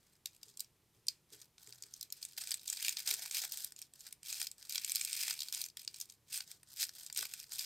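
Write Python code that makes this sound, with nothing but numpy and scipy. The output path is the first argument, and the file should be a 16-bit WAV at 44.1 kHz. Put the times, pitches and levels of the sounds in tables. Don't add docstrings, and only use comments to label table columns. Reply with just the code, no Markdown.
import sys
import numpy as np
from scipy import signal
from scipy.fft import rfft, irfft, next_fast_len
from scipy.io import wavfile
from scipy.ndimage import uniform_filter1d

SR = 44100
rng = np.random.default_rng(int(sys.argv[2]) if len(sys.argv) > 2 else 0)


def pcm_store(signal):
    levels = np.round(np.clip(np.atleast_2d(signal), -1, 1) * 32767)
    wavfile.write(sys.argv[1], SR, levels.astype(np.int16).T)


N = 337365
FRAME = 2048
HZ = np.fft.rfftfreq(FRAME, 1 / SR)
DEEP_HZ, BULK_HZ, SHEEN_HZ = 2400, 1300, 9500
CREASE_SIDE_DB = -2.5


def gain_of(db):
    return 10 ** (np.asarray(db) / 20)


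def evened(x):
    return x / np.sqrt(np.mean(x ** 2) + 1e-20)


def read(points, hz):
    f, value = np.transpose(points)
    return np.interp(np.log(hz + 1), np.log(f + 1), value)


def causal(db):
    log_gain = np.log(gain_of(np.maximum(db, -100)))
    mirrored = np.hstack([log_gain, log_gain[:, -2:0:-1]])
    return np.exp(np.conj(signal.hilbert(mirrored))[:, :len(HZ)])


def below(x, edge_hz):
    return signal.sosfilt(signal.butter(4, edge_hz, fs=SR, output="sos"), x)


def above_sheen():
    return 1 / (1 + (SHEEN_HZ / (HZ + 1)) ** 8)


# (frequency [Hz], level [dB per Hz])
PAPER_COLOUR = [(290, -69.5), (500, -29.5), (772, -19.5), (1160, -14.5), (1810, -7.5), (2040, -7.5),
                (2460, -2), (3010, -3.5), (3240, -2.5), (4780, 2), (5940, -0.5), (8780, 1.5), (10200, -6),
                (13200, 0), (15900, -11.5)]
# (frequency [Hz], side re mid [dB])
SIDE_WIDTH = [(25, -9), (60, -15), (500, -17), (1200, -18), (3000, -20), (5000, -12), (9000, -9),
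              (15000, -9)]


def creases(pitch_hz, depth_db, sheen_db, t60_s, side_db):
    t = np.arange(FRAME) / SR
    noise = rng.standard_normal((len(t60_s), 2, FRAME))
    cracks = noise * abs(noise) ** 0.78
    t60_s = np.clip(t60_s, .002, .05)[:, None]
    rise = (1 - np.exp(-t / (0.077 * t60_s))) ** 2
    burst = cracks * (rise * gain_of(-60 * t / t60_s))[:, None]

    half_width_hz = .12 * pitch_hz[:, None]
    facet_db = 8.74 / (1 + ((HZ - pitch_hz[:, None]) / half_width_hz) ** 2)
    deep = 1 / (1 + (HZ / DEEP_HZ) ** 6)
    deep_tilt = 1 + 0.13 * np.log2(DEEP_HZ / np.clip(HZ, 600, DEEP_HZ))
    colour_db = read(PAPER_COLOUR, HZ) + facet_db
    colour_db = colour_db + deep * deep_tilt * depth_db[:, None] + above_sheen() * sheen_db[:, None]
    spread = np.array([np.ones_like(HZ), gain_of(side_db + read(SIDE_WIDTH, HZ))])
    return irfft(rfft(burst) * causal(colour_db)[:, None] * spread)


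# (start [s], length [s], crackle level [dB], depth = lift below 2.4 kHz [dB],
# bulk = further lift below 1.3 kHz [dB])
FINGER_TUGS = [(0.0, 0.16, -74, 11, -3), (.33, 0.039, -67.5, 5, -3), (0.427, 0.1, -62.5, 6.5, 1),
               (0.593, 0.017, -65, 9.5, -11), (0.942, 0.047, -75.5, -7, 3), (1.316, .11, -59.5, 3.5, 10),
               (1.596, 0.16, -62, 8.5, -7), (1.777, 0.18, -64, 10.5, -2), (1.91, 0.13, -60.5, 5, 0),
               (2.158, .17, -58, 4, 2), (2.381, 0.16, -48, 3.5, 8), (2.57, 0.12, -62.5, 4, -4),
               (2.681, 0.077, -46.5, 2.5, -2), (2.792, 0.13, -44.5, -10, -7), (2.973, 0.051, -48, -1, 11),
               (3.074, 0.058, -37, 0.5, 10.5), (3.169, 0.11, -48, 11.5, 5), (3.333, 0.065, -36.5, 1, -2),
               (3.403, 0.058, -42.5, 11, 6.5), (3.499, 0.16, -46, 6.5, 3), (3.78, 0.054, -60.5, 3, 0),
               (3.958, 0.078, -60.5, 6.5, 0), (4.056, 0.013, -50, 3, 10), (4.264, .18, -44.5, 1.5, 0.5),
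               (4.586, 0.14, -59, 4, 10), (4.709, .07, -44.5, -1, 2), (4.806, 0.4, -46.5, -2.5, 2),
               (5.168, 0.16, -39.5, -13, -15), (5.325, 0.17, -51.5, 0.5, -22), (5.538, 0.085, -44.5, 2, -2),
               (5.787, 0.036, -57, 1, -2), (5.92, 0.11, -60.5, 2, 1), (6.001, 0.034, -55, 6, 2),
               (6.068, 0.07, -67, 2, -5), (6.323, 0.064, -41, 1.5, 2.5), (6.474, 0.074, -54, 8, 3),
               (6.682, 0.061, -58.5, 7.5, -4), (6.787, 0.049, -37, 3, 4.5), (6.942, 0.13, -54.5, 6, 2),
               (7.169, 0.071, -42, 0.5, 2), (7.3, 0.13, -53.5, 2, 8.5), (7.44, 0.077, -67, 5, 0),
               (7.515, 0.036, -47, 6.5, -1), (7.59, .06, -42.5, 1, -1)]
STILL_DB = -96
RISE_DB_PER_S, FALL_DB_PER_S = 587, 400
SWELL_DB = 3


def handling():
    t = np.arange(0, N / SR + .002, .001)
    start_s, length_s, level_db, depth_db, bulk_db = np.transpose(FINGER_TUGS)[..., None]
    early_s = np.maximum(start_s - t, 0)
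    late_s = np.maximum(t - start_s - length_s, 0)
    swell_db = SWELL_DB * (np.sin(np.pi * np.clip((t - start_s) / length_s, 0, 1)) - 1)
    power = gain_of(level_db + swell_db - RISE_DB_PER_S * early_s - FALL_DB_PER_S * late_s) ** 2
    total = power.sum(0) + gain_of(STILL_DB) ** 2
    curves = 10 * np.log10(total), (power * depth_db).sum(0) / total, (power * bulk_db).sum(0) / total
    return (np.interp(np.arange(N) / SR, t, curve) for curve in curves)


def slide():
    colour_db = read(PAPER_COLOUR, HZ) - 7 * above_sheen()
    spectra = causal(np.array([colour_db, colour_db + read(SIDE_WIDTH, HZ)]))
    taps = irfft(spectra)[:, :512]
    hiss = signal.oaconvolve(rng.standard_normal((2, N)), taps, axes=1)[:, :N]
    return hiss / hiss[0].std()


def crackle(max_per_s=600., spread_db=3.5, clump_db=2.5, count=20):
    level_db, depth_db, bulk_db = handling()
    busy = np.clip(gain_of(.4 * (level_db + 42.5)), .25, 1)

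    draw = rng.random((count, 4))
    pitch_hz = 2600 * 3.46 ** draw[:, 0]
    kind_depth_db, sheen_db = 14 * draw[:, 1] - 8.5, 9 * draw[:, 2] - 3
    t60_s = 0.0056 + 0.016 * draw[:, 3]
    kinds = creases(pitch_hz, kind_depth_db, sheen_db, t60_s, CREASE_SIDE_DB)
    kinds /= np.linalg.norm(kinds[:, 0], axis=1)[:, None, None]

    smooth = uniform_filter1d(rng.standard_normal(N), size=300)
    clumps = evened(uniform_filter1d(smooth, size=300))
    size_db = spread_db * np.minimum(rng.exponential(1, N), 3.2) + clump_db * clumps
    breaks = rng.random(N) < busy * max_per_s / SR
    size = gain_of(size_db) * breaks
    size *= gain_of(level_db) / np.sqrt(busy * np.mean(size ** 2 / busy))

    kind = rng.integers(0, count, N)
    grains = sum(signal.oaconvolve((size * (kind == k))[None], kinds[k, :, :900], axes=1)[:, :N]
                 for k in range(count))
    grains += slide() * gain_of(level_db - 6.0 - 4.2 * busy)

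    low = below(grains, DEEP_HZ)
    body = low + below(low, BULK_HZ) * (gain_of(bulk_db) - 1)
    return grains - low + body * gain_of(depth_db)


# (frequency [Hz], width [Hz], lift [dB])
AIR_POCKET = [(830, 170, 2.5), (1165, 190, -3), (1487, 50, 6), (1840, 92, 2), (2040, 59, -2),
              (2330, 270, 4.5), (3030, 110, -4.5), (3164, 55, 4)]


def pocket(x):
    db = sum(lift_db / (1 + (2 * (HZ - hz) / width_hz) ** 2) for hz, width_hz, lift_db in AIR_POCKET)
    return signal.oaconvolve(x, irfft(causal(db[None])), axes=1)[:, :N]


# (frequency [Hz], t60 [s])
ROOM_DECAY = [(1000, 0.19), (4000, 0.11), (12000, 0.12)]


def room(x, start_s=0.0039, wall_s=0.0056, near_db=-2.0, count=3, turn_hz=7):
    taps = np.zeros((count, 2, SR // 4))
    at = np.arange(round(start_s * SR), SR // 4 - 20, 20)
    at = at + rng.integers(0, 20, (count, 2, len(at)))
    np.put_along_axis(taps, at, rng.choice([-1., 1.], at.shape), 2)
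    taps[..., :round(wall_s * SR)] *= gain_of(near_db)

    hz, t, z = signal.stft(taps, SR, nperseg=128)
    decay = gain_of(-60 * t / read(ROOM_DECAY, hz)[:, None])
    tails = signal.istft(z * decay, SR, nperseg=128)[1]
    tails *= gain_of([[0], [-8.]]) / np.linalg.norm(tails[0, 0])

    phase = np.arange(N) / SR * 2 * np.pi * turn_hz + np.arange(count)[:, None] * np.pi / count
    shares = np.cos(phase) * np.sqrt(2 / count)
    return signal.oaconvolve((x * shares)[:, None], tails, axes=2).sum(0)[:, :N]


# (frequency [Hz], level [dB per Hz])
TONE_COLOUR = [(24, -24), (40, -10), (140, -4), (275, -15), (312, -11.5), (401, -12.5), (515, -17),
               (713, -20.5), (893, -19.5), (1270, -21.5), (1440, -24), (2040, -22.5), (14700, -26),
               (15900, -43)]
TONE_DB = -75


def room_tone():
    frames = N // 512 + 5
    real, imag = rng.standard_normal((frames, len(HZ), 2, 2)).T
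    z = (real + 1j * imag) * gain_of(read(TONE_COLOUR, HZ))[:, None]
    z[1] *= gain_of(read(SIDE_WIDTH, HZ) - 1.5)[:, None]
    tone = signal.istft(z, nperseg=FRAME, noverlap=1536)[1][:, :N]
    return gain_of(TONE_DB) * tone / tone[0].std()


# (time [s], peak level [dB], facet pitch [Hz], depth = lift below 2.4 kHz [dB])
SINGLE_SNAPS = [(0.2567, -25, 4100, -9), (0.27, -38, 4950, -1), (0.3637, -49, 8180, -6),
                (0.43, -36.5, 5140, -9), (0.4819, -46, 7060, -18), (0.5717, -35.5, 7500, -27),
                (0.594, -33, 5200, -40), (0.604, -25, 8040, -43), (0.644, -47.5, 5500, -18),
                (1.068, -38, 9100, -19), (1.0829, -18, 4660, -28), (1.415, -39, 6600, -21),
                (1.58, -46, 4070, 1), (1.6722, -40.5, 7500, 3), (1.7238, -37, 4390, -10),
                (1.823, -32, 7540, -34), (1.8352, -38.5, 4940, -10), (1.9378, -32.5, 6460, -36),
                (2.0098, -27.5, 4970, -54), (2.027, -29, 4130, -43), (2.102, -40.5, 7110, -19),
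                (2.1234, -25.5, 4940, -55), (2.2268, -29, 4740, -22), (2.25, -26.7, 9150, -14),
                (2.3774, -31, 8400, -1), (2.4128, -35.5, 7200, -6), (2.472, -29.5, 8150, 0),
                (2.507, -23, 9050, -3), (2.5159, -23, 4800, -4), (2.541, -23.5, 7850, -1),
                (2.5942, -40, 4000, -13), (2.677, -26.5, 6750, -35), (2.6992, -19.5, 7500, -33),
                (2.728, -24.5, 7140, -2), (2.7708, -28, 4370, 1), (2.8255, -25, 8950, 1),
                (2.8468, -21.5, 3200, -3), (2.8813, -17.5, 3400, 1), (2.8917, -17, 6900, -3.5),
                (2.924, -27.5, 5400, -7), (2.969, -23.5, 4500, -0.5), (3.11, -17, 4620, 6.5),
                (3.139, -20.5, 8300, -1), (3.2585, -30, 5170, 9), (3.3109, -26.5, 7600, 4),
                (3.4368, -34, 4260, 16), (3.4498, -25.5, 5900, 12), (3.52, -26, 5500, -31),
                (3.572, -29, 5740, -6), (3.645, -23.5, 10200, -41), (3.7207, -37, 8360, 2),
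                (3.762, -38.5, 7400, -16), (3.789, -36, 6330, -28), (3.8163, -30.5, 8450, -6),
                (3.8233, -35.5, 5630, -30), (3.9358, -40.5, 8310, -1), (4.006, -38, 6760, -26),
                (4.1258, -32.5, 9500, -6), (4.2304, -38.5, 8500, -5), (4.326, -24, 7000, 2),
                (4.401, -33, 4910, 9.5), (4.415, -19.5, 9800, 2), (4.427, -25, 4930, -2),
                (4.4687, -28.5, 5060, -8), (4.514, -30.5, 8550, -19), (4.6258, -36.5, 5300, -3),
                (4.6942, -29.5, 5100, -20), (4.7227, -25.5, 4800, -5), (4.7557, -23, 3600, -1.5),
                (4.7789, -21.5, 5450, -0.5), (4.846, -18.5, 7160, -3.5), (4.8949, -23, 6400, -3),
                (4.9183, -20.5, 8400, -9), (4.9494, -21.5, 9100, -10), (4.9562, -18, 4850, -15),
                (4.9655, -27, 4650, -5), (5.0109, -22, 7300, -0.5), (5.0482, -20.5, 7900, -17),
                (5.1289, -20, 8000, -4), (5.201, -31, 5100, 10), (5.279, -27.5, 7410, 9),
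                (5.307, -24, 4470, 0.5), (5.3904, -29.5, 4350, -13), (5.404, -24, 4600, -17),
                (5.4177, -25, 4180, -10), (5.431, -28.5, 4680, -15), (5.484, -31, 4430, 1),
                (5.5248, -24.5, 5960, -2), (5.5466, -24, 9100, -16), (5.6147, -25.5, 4280, -19),
                (5.639, -28, 5750, -7), (5.6609, -32.5, 6900, 2), (5.685, -40.5, 6160, -18),
                (5.699, -46, 4480, -16), (5.7698, -28, 3800, 2.5), (5.795, -41, 4470, -5),
                (5.8174, -46, 4950, -22), (5.8475, -40.5, 8900, -11), (5.8761, -25, 4830, -5),
                (5.9424, -37.5, 8250, -2), (5.9598, -38.5, 5500, -11), (6.0001, -31, 6200, -26),
                (6.012, -27, 6200, -22), (6.098, -40, 7050, -18), (6.121, -46, 4160, -24),
                (6.4039, -29, 4630, 1), (6.5142, -34.5, 8100, -6), (6.6308, -45.5, 9000, 12),
                (6.798, -29, 6940, -3), (6.8278, -19, 3940, 0.5), (6.8916, -31.5, 5640, 4),
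                (7.0631, -30.5, 7500, -20), (7.0989, -34, 4900, 8.5), (7.126, -28.5, 7800, -31),
                (7.147, -36, 8570, -29), (7.161, -29.5, 5900, -3), (7.174, -16.5, 9000, -4),
                (7.1894, -23.5, 5800, 6.5), (7.2256, -30.5, 4020, 23.5), (7.2519, -29.5, 4400, 7.5),
                (7.3366, -28.5, 8800, 1.5), (7.3987, -32.5, 5900, -20), (7.5193, -29, 6200, 2.5),
                (7.5486, -35, 8500, -14), (7.592, -25, 5060, -17)]
SNAP_T60_S, SNAP_HZ, SMALL_IS_SHORT = .012, 5500, 0.33
SETTLE_DB, SETTLE_DB_PER_S = -38.5, 238
SETTLE_DEPTH = 0.13


def snaps():
    time_s, peak_db, pitch_hz, depth_db = np.transpose(SINGLE_SNAPS)
    sheen_db = -2.5 + 5.1 * rng.standard_normal(len(time_s))
    t60_s = SNAP_T60_S * (SNAP_HZ / pitch_hz) ** SMALL_IS_SHORT
    sounds = creases(pitch_hz, depth_db, sheen_db, t60_s, CREASE_SIDE_DB)
    sounds *= (gain_of(peak_db) / abs(sounds[:, 0]).max(1))[:, None, None]
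    out = np.zeros((2, N + FRAME))
    at = np.round(time_s * SR).astype(int)
    for start, sound in zip(at, sounds):
        out[:, start:start + FRAME] += sound

    power = [np.bincount(at, gain_of(peak_db + SETTLE_DB + lift_db) ** 2, N)
             for lift_db in (0, SETTLE_DEPTH * depth_db)]
    fade = gain_of(-SETTLE_DB_PER_S / SR) ** 2
    top, bottom = np.sqrt(signal.lfilter([1], [1, -fade], power))
    hiss = slide()
    low = below(hiss, DEEP_HZ)
    return out[:, :N] + (hiss - low) * top + low * bottom


# (time [s], drive level [dB], lift of lowest mode [dB])
ARM_KNOCKS = [(0.412, -92, -2), (0.46, -79.5, -13), (0.967, -84.5, -2), (1.018, -93, -18),
              (1.32, -69.5, -14), (1.672, -73, -8.5), (1.764, -91, 3), (1.832, -78.5, -12),
              (3.11, -68, -29), (7.191, -70, -17)]
# (frequency [Hz], level re drive [dB], t60 [s])
DESK_MODES = [(118.1, 14.5, 0.55), (307, 2.5, 0.19), (404.6, 8, 0.22), (456, 5.5, 0.19)]


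def desk():
    t = np.arange(SR // 2) / SR
    out = np.zeros(N + SR)
    for time_s, drive_db, low_db in ARM_KNOCKS:
        lifts_db = [low_db] + [0] * (len(DESK_MODES) - 1)
        ring = sum(gain_of(db + lift_db - 60 * t / t60_s) * np.sin(2 * np.pi * (hz * t + rng.random()))
                   for (hz, db, t60_s), lift_db in zip(DESK_MODES, lifts_db))
        soft_onset = 1 - np.exp(-t / 0.005)
        out[round(time_s * SR):][:len(t)] += gain_of(drive_db) * ring * soft_onset
    return np.array([out[:N], 0.042 * out[:N]])


def scene():
    paper = pocket(snaps() + crackle())
    echoes = gain_of(-15) * room(paper[0])
    mid, side = paper + echoes + desk() + room_tone()
    return np.array([mid + side, mid - side])


# (frequency [Hz], left re right [dB])
PORT_LEAN = [(900, -1), (1500, 2), (2300, 0.2), (9000, -0.3)]
EDGE_HZ = 15950


def record(dry):
    size = next_fast_len(N)
    half_lean_db = read(PORT_LEAN, np.fft.rfftfreq(size, 1 / SR)) / 2
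    ports = irfft(rfft(dry, size) * gain_of([half_lean_db, -half_lean_db]), size)[:, :N]
    band_limit = signal.firwin(511, EDGE_HZ, window=("kaiser", 9), fs=SR)
    return signal.oaconvolve(ports, band_limit[None], "same")


dry = scene()
out = record(dry)
pcm_store(out)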